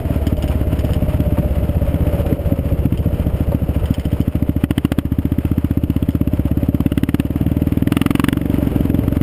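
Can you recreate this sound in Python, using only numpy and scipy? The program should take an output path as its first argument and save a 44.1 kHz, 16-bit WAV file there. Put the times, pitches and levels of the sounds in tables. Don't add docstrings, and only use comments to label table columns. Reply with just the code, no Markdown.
import sys
import numpy as np
from scipy import signal
from scipy.fft import rfft, irfft
from scipy.io import wavfile
from scipy.ndimage import uniform_filter1d

SR = 44100
rng = np.random.default_rng(int(sys.argv[2]) if len(sys.argv) > 2 else 0)


def dump(signal):
    limited = np.clip(np.atleast_2d(signal).T, -1, 1)
    pcm = np.round(limited * 32767).astype(np.int16)
    wavfile.write(sys.argv[1], SR, pcm)


N = 406602

# time_s, level_db
RUMBLE_LEVEL = [(0, -24), (3.0, -25), (4.3, -28.5), (6.2, -28), (7.2, -27.5), (8.4, -26), (8.75, -17.5),
                (9.22, -20.5)]
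# frequency_hz, relative_density_db
RUMBLE_COLOUR = [(15, -9), (30, -3.5), (45, -4.5), (70, -4), (110, -2), (165, -9.5), (210, -12),
                 (280, -8.5), (400, -15), (800, -44.5)]
# time_s, level_db
DRONE_LEVEL = [(0, -32.5), (1.85, -30.5), (2.2, -26.5), (2.7, -30.5), (5.9, -34), (6.5, -30.5), (7.8, -30),
               (9.22, -27.5)]
# frequency_hz, relative_density_db
DRONE_COLOUR = [(200, -14), (340, -12), (450, -0.5), (530, -2), (590, 3), (635, -3), (680, -10), (760, -10),
                (1000, -31)]
# frequency_hz, relative_density_db
GRAVEL_COLOUR = [(300, -29.5), (700, 4.5), (920, 8), (1080, 4), (1300, 5), (1700, -1), (2300, -1),
                 (3000, -0.5), (3500, -10.5), (4100, -15), (5200, -14)]
# centre_s, bell_width_s, added_db
LOOSE_PATCHES = [(1.18, 0.055, 3.5), (2.202, 0.31, 1.5), (3.99, 0.12, 6), (8.733, 0.08, 5.5)]
# start_s, peak_db
STONES = [(0.2677, -19), (0.3686, -24.5), (0.4236, -21.5), (0.4777, -25), (0.7906, -22.5), (0.849, -26),
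          (0.908, -31), (0.9335, -19.5), (2.9741, -22.5), (3.8561, -24), (3.9035, -34), (3.9402, -14),
          (3.995, -20), (4.0522, -22.5), (4.1165, -29), (4.2126, -23), (6.1064, -23), (6.3464, -37)]
# pitch_hz, mean_relative_level_db, t60_s
STONE_MODES = [(1250, -11, .008), (2150, 5, 0.0061), (2850, -15, .012), (3040, 12.5, 0.0096),
               (3700, -12, 0.0054), (4620, 1, 0.0065), (5000, -0.5, 0.012)]
# start_s, peak_db
KNOCKS = [(0.892, -19.5), (1.372, -14), (2.316, -23), (3.519, -11)]
# pitch_hz, mean_relative_level_db, t60_s
PANEL_MODES = [(579, 5, 0.027), (726, -21, 0.03), (910, -11, 0.055), (1140, -10, 0.038), (1770, -19, 0.013)]
# time_s, level_db
WHINE_LEVEL = [(0, -33.5), (1.3, -33.5), (1.8, -35), (2.5, -26.5), (3.0, -45), (4.2, -38.5), (4.6, -39),
               (9.22, -48)]
# multiple_of_engine_cycle, relative_level_db ahead of the panel's boost
GEAR_ORDERS = [(34, -9), (35, -13), (36, 0), (37, -9), (38, -7), (44, -11), (48, -17)]
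# time_s, mean_peak_db
BURBLE_LEVEL = [(0, -28.5), (1.15, -11), (2.2, -13), (4.0, -11.5), (4.5, -18), (8.3, -12.5), (9.22, -37)]
# time_s, cycles_per_s
ENGINE_SPEED = [(0, 18.763), (.46, 17.437), (4.29, 13.264), (4.48, 14.8), (4.61, 13.005), (4.66, 14.8),
                (4.74, 13.86), (4.92, 14.728), (6.12, 16.052), (6.7, 17.37), (7.0, 17.431), (7.13, 18.388),
                (7.81, 19.82), (7.91, 21.005), (8.33, 23.176), (8.52, 23.574), (8.81, 21.64),
                (9.22, 22.864)]
# time_s, opening_0_to_1
THROTTLE = [(0, 0.06), (.85, 0.15), (1.1, 0), (2.4, 0), (3.2, 0.05), (4.1, 0.3), (4.42, 0.53), (6.2, 0.63),
            (6.45, .43), (7.8, 0.58), (8.35, 0.63), (8.6, 0.4), (8.8, 0.54), (9.22, 0.67)]
# start_s, rise_s, hold_s, fall_s, added_opening_0_to_1
TWISTS = [(4.57, .04, .385, .04, .55), (6.66, .22, .345, .025, .41), (7.79, .2, .22, .23, .55)]
# time_s, loss_db
MISSES = [(.22, 12), (.39, 20), (1.08, 9), (1.45, 15), (1.88, 26), (2.27, 3), (2.46, 19), (2.79, 15),
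          (2.99, 14), (3.34, 4), (3.48, 17), (3.84, 14), (8.72, 9), (9.04, 12)]
# frequency_hz, relative_density_db
BARK_COLOUR = [(300, -33), (600, 7), (850, -0.5), (1200, 4), (1550, -1.5), (2050, 2), (2400, -4.5),
               (2900, 2), (3500, -6.5), (4200, -63), (5200, -30)]
# mean_pitch_hz, relative_level_db, t60_s
DUCT_MODES = [(165, -17, .06), (286, 15.5, .042)]
# time_s, level_db
BOOM_LEVEL = [(0, -4.5), (1.3, -3.5), (2.1, -3.5), (4.2, -2.5), (6.5, -1.5), (7.7, -4.5), (8.5, -11),
              (8.72, -5.5), (9.22, -0.5)]

MID_SPEED_HZ = 16
GRAVEL_DB, GRAVEL_DB_PER_OCTAVE = -40.5, 5
PANEL_HZ, PANEL_WIDTH_HZ, PANEL_BOOST_DB = 592, 14, 7.5
CATCH_DB = 2.5
THUMP_SHUT_DB, THUMP_OPEN_DB = -17.5, -1
BARK_SHUT_DB, BARK_OPEN_DB = -35, -8
BARK_DB_PER_OCTAVE = 8
CRACK_DB, CRACK_T60_S = 6, .0016
HOLD_BAND_HZ, CUTOFF_HZ = 5300, 15400


def from_db(db):
    return 10 ** (np.asarray(db) / 20)


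def rms_one(x):
    return x / np.sqrt(np.mean(x ** 2) + 1e-20)


def in_time(rows):
    s, *columns = np.transpose(rows)
    return [np.interp(np.arange(N) / SR, s, c) for c in columns]


def coloured(x, spectrum):
    hz, db = np.transpose(spectrum)
    f = np.maximum(np.fft.rfftfreq(2 ** 14, 1 / SR), 1)
    octaves_beyond = np.abs(np.log2(f / np.clip(f, hz[0], hz[-1])))
    shape_db = np.interp(np.log(f), np.log(hz), db) - 12 * np.minimum(octaves_beyond, 4)
    cepstrum = irfft(np.log(from_db(shape_db)))
    fold = np.r_[1, np.full(len(f) - 2, 2), 1, np.zeros(len(f) - 2)]
    impulse = irfft(np.exp(rfft(cepstrum * fold)))
    return rms_one(signal.fftconvolve(x, impulse)[:N])


def drift(rate_hz):
    spectrum = rfft(rng.standard_normal(N // 100 + 2))
    f = np.arange(len(spectrum)) * SR / N
    slow = rms_one(irfft(spectrum / (1 + (f / rate_hz) ** 2)))
    return np.interp(np.arange(N) / 100, np.arange(len(slow)), slow)


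def bell(t, width):
    return np.exp(-.5 * (t / width) ** 2)


def dying(t, t60):
    return (t >= 0) * np.exp(-np.log(1000) * np.maximum(t, 0) / t60)


def rung(puff, t, hz, t60):
    since = t - t[0]
    ring = dying(since, t60) * np.cos(2 * np.pi * hz * since)
    return np.convolve(puff / puff.sum(), ring)[:len(t)]


def add(track, start, sound):
    first, last = max(start, 0), min(start + len(sound), len(track))
    if last > first:
        track[first:last] += sound[first - start:last - start]


def rumble(lumpy_db=2.5):
    (rumble_db,) = in_time(RUMBLE_LEVEL)
    gain = from_db(rumble_db + lumpy_db * drift(37))
    return gain * coloured(rng.standard_normal(N), RUMBLE_COLOUR)


def bodywork(cycles, throb_db=3.5, throb_lead_cycles=0.021):
    (drone_db,) = in_time(DRONE_LEVEL)
    throb = throb_db * np.cos(2 * np.pi * (cycles + throb_lead_cycles))
    return from_db(drone_db + throb) * coloured(rng.standard_normal(N), DRONE_COLOUR)


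def gravel(speed, grains_per_s=2500, size_db=0.5, hiss_share=0.9, patchy_db=2.5):
    t = np.arange(N) / SR
    loose_db = sum(db * bell(t - s, width) for s, width, db in LOOSE_PATCHES)
    gravel_db = GRAVEL_DB + GRAVEL_DB_PER_OCTAVE * np.log2(speed / MID_SPEED_HZ) + loose_db
    sizes = from_db(size_db * np.minimum(rng.exponential(1, N), 5)) * rng.choice([-1, 1], N)
    grains = rms_one(sizes * (rng.random(N) < grains_per_s / SR))
    crunch = coloured(grains + hiss_share * rng.standard_normal(N), GRAVEL_COLOUR)
    return from_db(gravel_db + patchy_db * drift(28)) * crunch


def struck(hits, modes, scuff_t60, bounce_s, bounce_db):
    t, out = np.arange(SR // 12) / SR, np.zeros(N)
    for s, peak_db in hits:
        touches = np.r_[0, np.cumsum(bounce_s * rng.uniform(.5, 2, size=3))]
        scuffs = sum(from_db(bounce_db * k) * dying(t - at, scuff_t60) for k, at in enumerate(touches))
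        contact = rng.standard_normal(len(t)) * scuffs
        body = 0
        for hz, db, t60 in modes:
            strength = from_db(db + rng.normal(0, 1))
            body = body + strength * dying(t, t60) * np.sin(2 * np.pi * hz * t)
        hit = signal.fftconvolve(contact, body)
        add(out, int(s * SR), from_db(peak_db) * hit / np.abs(hit).max())
    return out


def stones():
    ticks = struck(STONES, STONE_MODES, scuff_t60=0.019, bounce_s=0.0051, bounce_db=-5.5)
    knocks = struck(KNOCKS, PANEL_MODES, scuff_t60=0.0033, bounce_s=0.004, bounce_db=-5.5)
    return ticks + knocks


def whine(cycles, speed, whine_db, waver_rad=0.55):
    teeth = 0
    for order, db in GEAR_ORDERS:
        boost_db = PANEL_BOOST_DB / (1 + ((order * speed - PANEL_HZ) / PANEL_WIDTH_HZ) ** 2)
        phase = 2 * np.pi * order * cycles + waver_rad * drift(5.1)
        teeth = teeth + from_db(db + boost_db) * np.sin(phase)
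    return from_db(whine_db) * rms_one(teeth)


def burble(cycles, burble_db, pipe_hz=160, pipe_t60=0.049, puff_s=0.001, delay_s=0.0122,
           scatter_s=0.0014, uneven_db=3.0):
    t, out = np.arange(-SR // 200, SR // 10) / SR, np.zeros(N)
    pop = rung(bell(t[t < -t[0]], puff_s), t, pipe_hz, pipe_t60)
    pop = pop / np.abs(pop).max()
    firings = np.flatnonzero(np.diff(np.floor(cycles)))
    for at, chance in zip(firings, rng.standard_normal((len(firings), 2))):
        start = at + int((t[0] + delay_s + scatter_s * chance[0]) * SR)
        add(out, start, from_db(burble_db[at] + uneven_db * chance[1]) * pop)
    return out


def throttle_opening():
    (opening,), t = in_time(THROTTLE), np.arange(N) / SR
    for start, rise, hold, fall, added in TWISTS:
        corners = start + np.cumsum([0, rise, hold, fall])
        opening = opening + added * np.interp(t, corners, [0, 1, 1, 0])
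    return np.clip(opening, 0, 1)


def beat_strength(cycles, throttle, shut_scatter_db=7.3):
    beat = np.round(cycles).astype(int)
    missed_db = np.zeros(beat[-1] + 2)
    for s, loss_db in MISSES:
        k = beat[int(s * SR)]
        missed_db[k:k + 2] = -loss_db, CATCH_DB
    scatter_db = shut_scatter_db * (1 - throttle) ** 4 * rng.standard_normal(N)[beat]
    return missed_db[beat] + scatter_db


def bark(cycles, speed, throttle, beat_db, burst_s=0.0011, late_s=0.0009, echo_s=0.0041, echo_db=-13,
         tail_db=-21, tail_t60=0.061, draw_s=0.0055, draw_db=-24, beat_share=0.61, crack_lead_s=0.000975):
    open_db = BARK_OPEN_DB + BARK_DB_PER_OCTAVE * np.log2(speed / MID_SPEED_HZ)
    bark_db = BARK_SHUT_DB + (open_db - BARK_SHUT_DB) * throttle ** 2.0 + beat_share * beat_db
    since = (cycles - np.round(cycles)) / speed - late_s
    rasp = bell(since, burst_s) + from_db(echo_db) * bell(since - echo_s, burst_s)
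    hiss = from_db(draw_db) * bell(since, draw_s) + from_db(tail_db) * dying(since, tail_t60)
    jet = rms_one(np.tanh(coloured(rng.standard_normal(N), BARK_COLOUR)))
    crack = from_db(CRACK_DB) * throttle * dying(since + crack_lead_s, CRACK_T60_S)
    return from_db(bark_db) * ((rasp + hiss) * jet + crack)


def intake(cycles, speed, throttle, beat_db, speed_law=0.17, gulp_s=0.00092, gulp_lead_s=0.0018,
           shut_stretch=0.24, open_sharpen=0.06, rebound_s=0.0018, rebound_db=-4, crest_s=0.00034,
           crest_db=-7, boom_hz=72, boom_t60=0.13, boom_lead_s=0.00083, uneven_db=1.15, detune=0.025):
    (boom_db,) = in_time(BOOM_LEVEL)
    strength = from_db(THUMP_SHUT_DB) * (1 - throttle) + from_db(THUMP_OPEN_DB) * throttle
    before, after = int(.012 * SR), int(.11 * SR)
    t, out = np.arange(-before, after) / SR, np.zeros(N)
    near = t[:2 * before]
    firings = np.flatnonzero(np.diff(np.floor(cycles)))
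    for at, chance in zip(firings, rng.standard_normal((len(firings), 3))):
        stroke = (MID_SPEED_HZ / speed[at]) ** speed_law
        stretch = stroke * (1 + shut_stretch * (1 - throttle[at]))
        wide_open = throttle[at] ** 3
        gulp = bell(t + gulp_lead_s * stretch, gulp_s * stretch)
        suction = bell(near + gulp_lead_s, gulp_s * stroke * (1 - open_sharpen * wide_open))
        duct = 0
        for hz, db, t60 in DUCT_MODES:
            duct = duct + from_db(db) * rung(suction, t, hz * (1 + detune * chance[0]), t60)
        crest = wide_open * from_db(crest_db) * bell(t, crest_s)
        rebound = from_db(rebound_db) * bell(t, rebound_s) + crest
        beat_gain = strength[at] * from_db(beat_db[at] + uneven_db * chance[1])
        thump = beat_gain * (rebound - gulp - duct)
        boom_puff = bell(near + boom_lead_s, rebound_s)
        airbox = rung(boom_puff, t, boom_hz * (1 + detune * chance[2]), boom_t60)
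        add(out, at - before, thump + from_db(boom_db[at]) * airbox)
    return out


def scene():
    (speed,), (whine_db,), (burble_db,) = in_time(ENGINE_SPEED), in_time(WHINE_LEVEL), in_time(BURBLE_LEVEL)
    cycles, throttle = np.cumsum(speed) / SR, throttle_opening()
    beat_db = beat_strength(cycles, throttle)
    engine = intake(cycles, speed, throttle, beat_db) + bark(cycles, speed, throttle, beat_db)
    engine = engine + burble(cycles, burble_db)
    machine = whine(cycles, speed, whine_db) + bodywork(cycles)
    return (engine + machine + gravel(speed) + stones() + rumble())[None]


def limiter(x, threshold_db=-6.0, share=0.77, release_db_per_s=25, attack_s=0.0021, sense_s=0.0017):
    level = uniform_filter1d(np.abs(x).max(axis=0), max(int(sense_s * SR), 1))
    over_db = share * np.maximum(20 * np.log10(np.abs(level) + 1e-9) - threshold_db, 0)
    creep_db = release_db_per_s * np.arange(N) / SR
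    cut_db = np.maximum.accumulate(over_db + creep_db) - creep_db
    return x * from_db(-uniform_filter1d(cut_db, max(int(attack_s * SR), 1)))


def record(dry):
    clipped = np.clip(limiter(dry), -1, 1)
    band_limit = signal.cheby1(7, .5, HOLD_BAND_HZ, fs=SR, output="sos")
    narrow = signal.sosfilt(band_limit, clipped)
    at_48k = signal.resample_poly(narrow, 160, 147, axis=1)
    held = np.repeat(at_48k[:, ::4], 4, axis=1)
    wide = signal.resample_poly(held, 147, 160, axis=1)[:, :N]
    return signal.sosfilt(signal.ellip(8, .3, 70, CUTOFF_HZ, fs=SR, output="sos"), wide)


dry = scene()
out = record(dry)
dump(out)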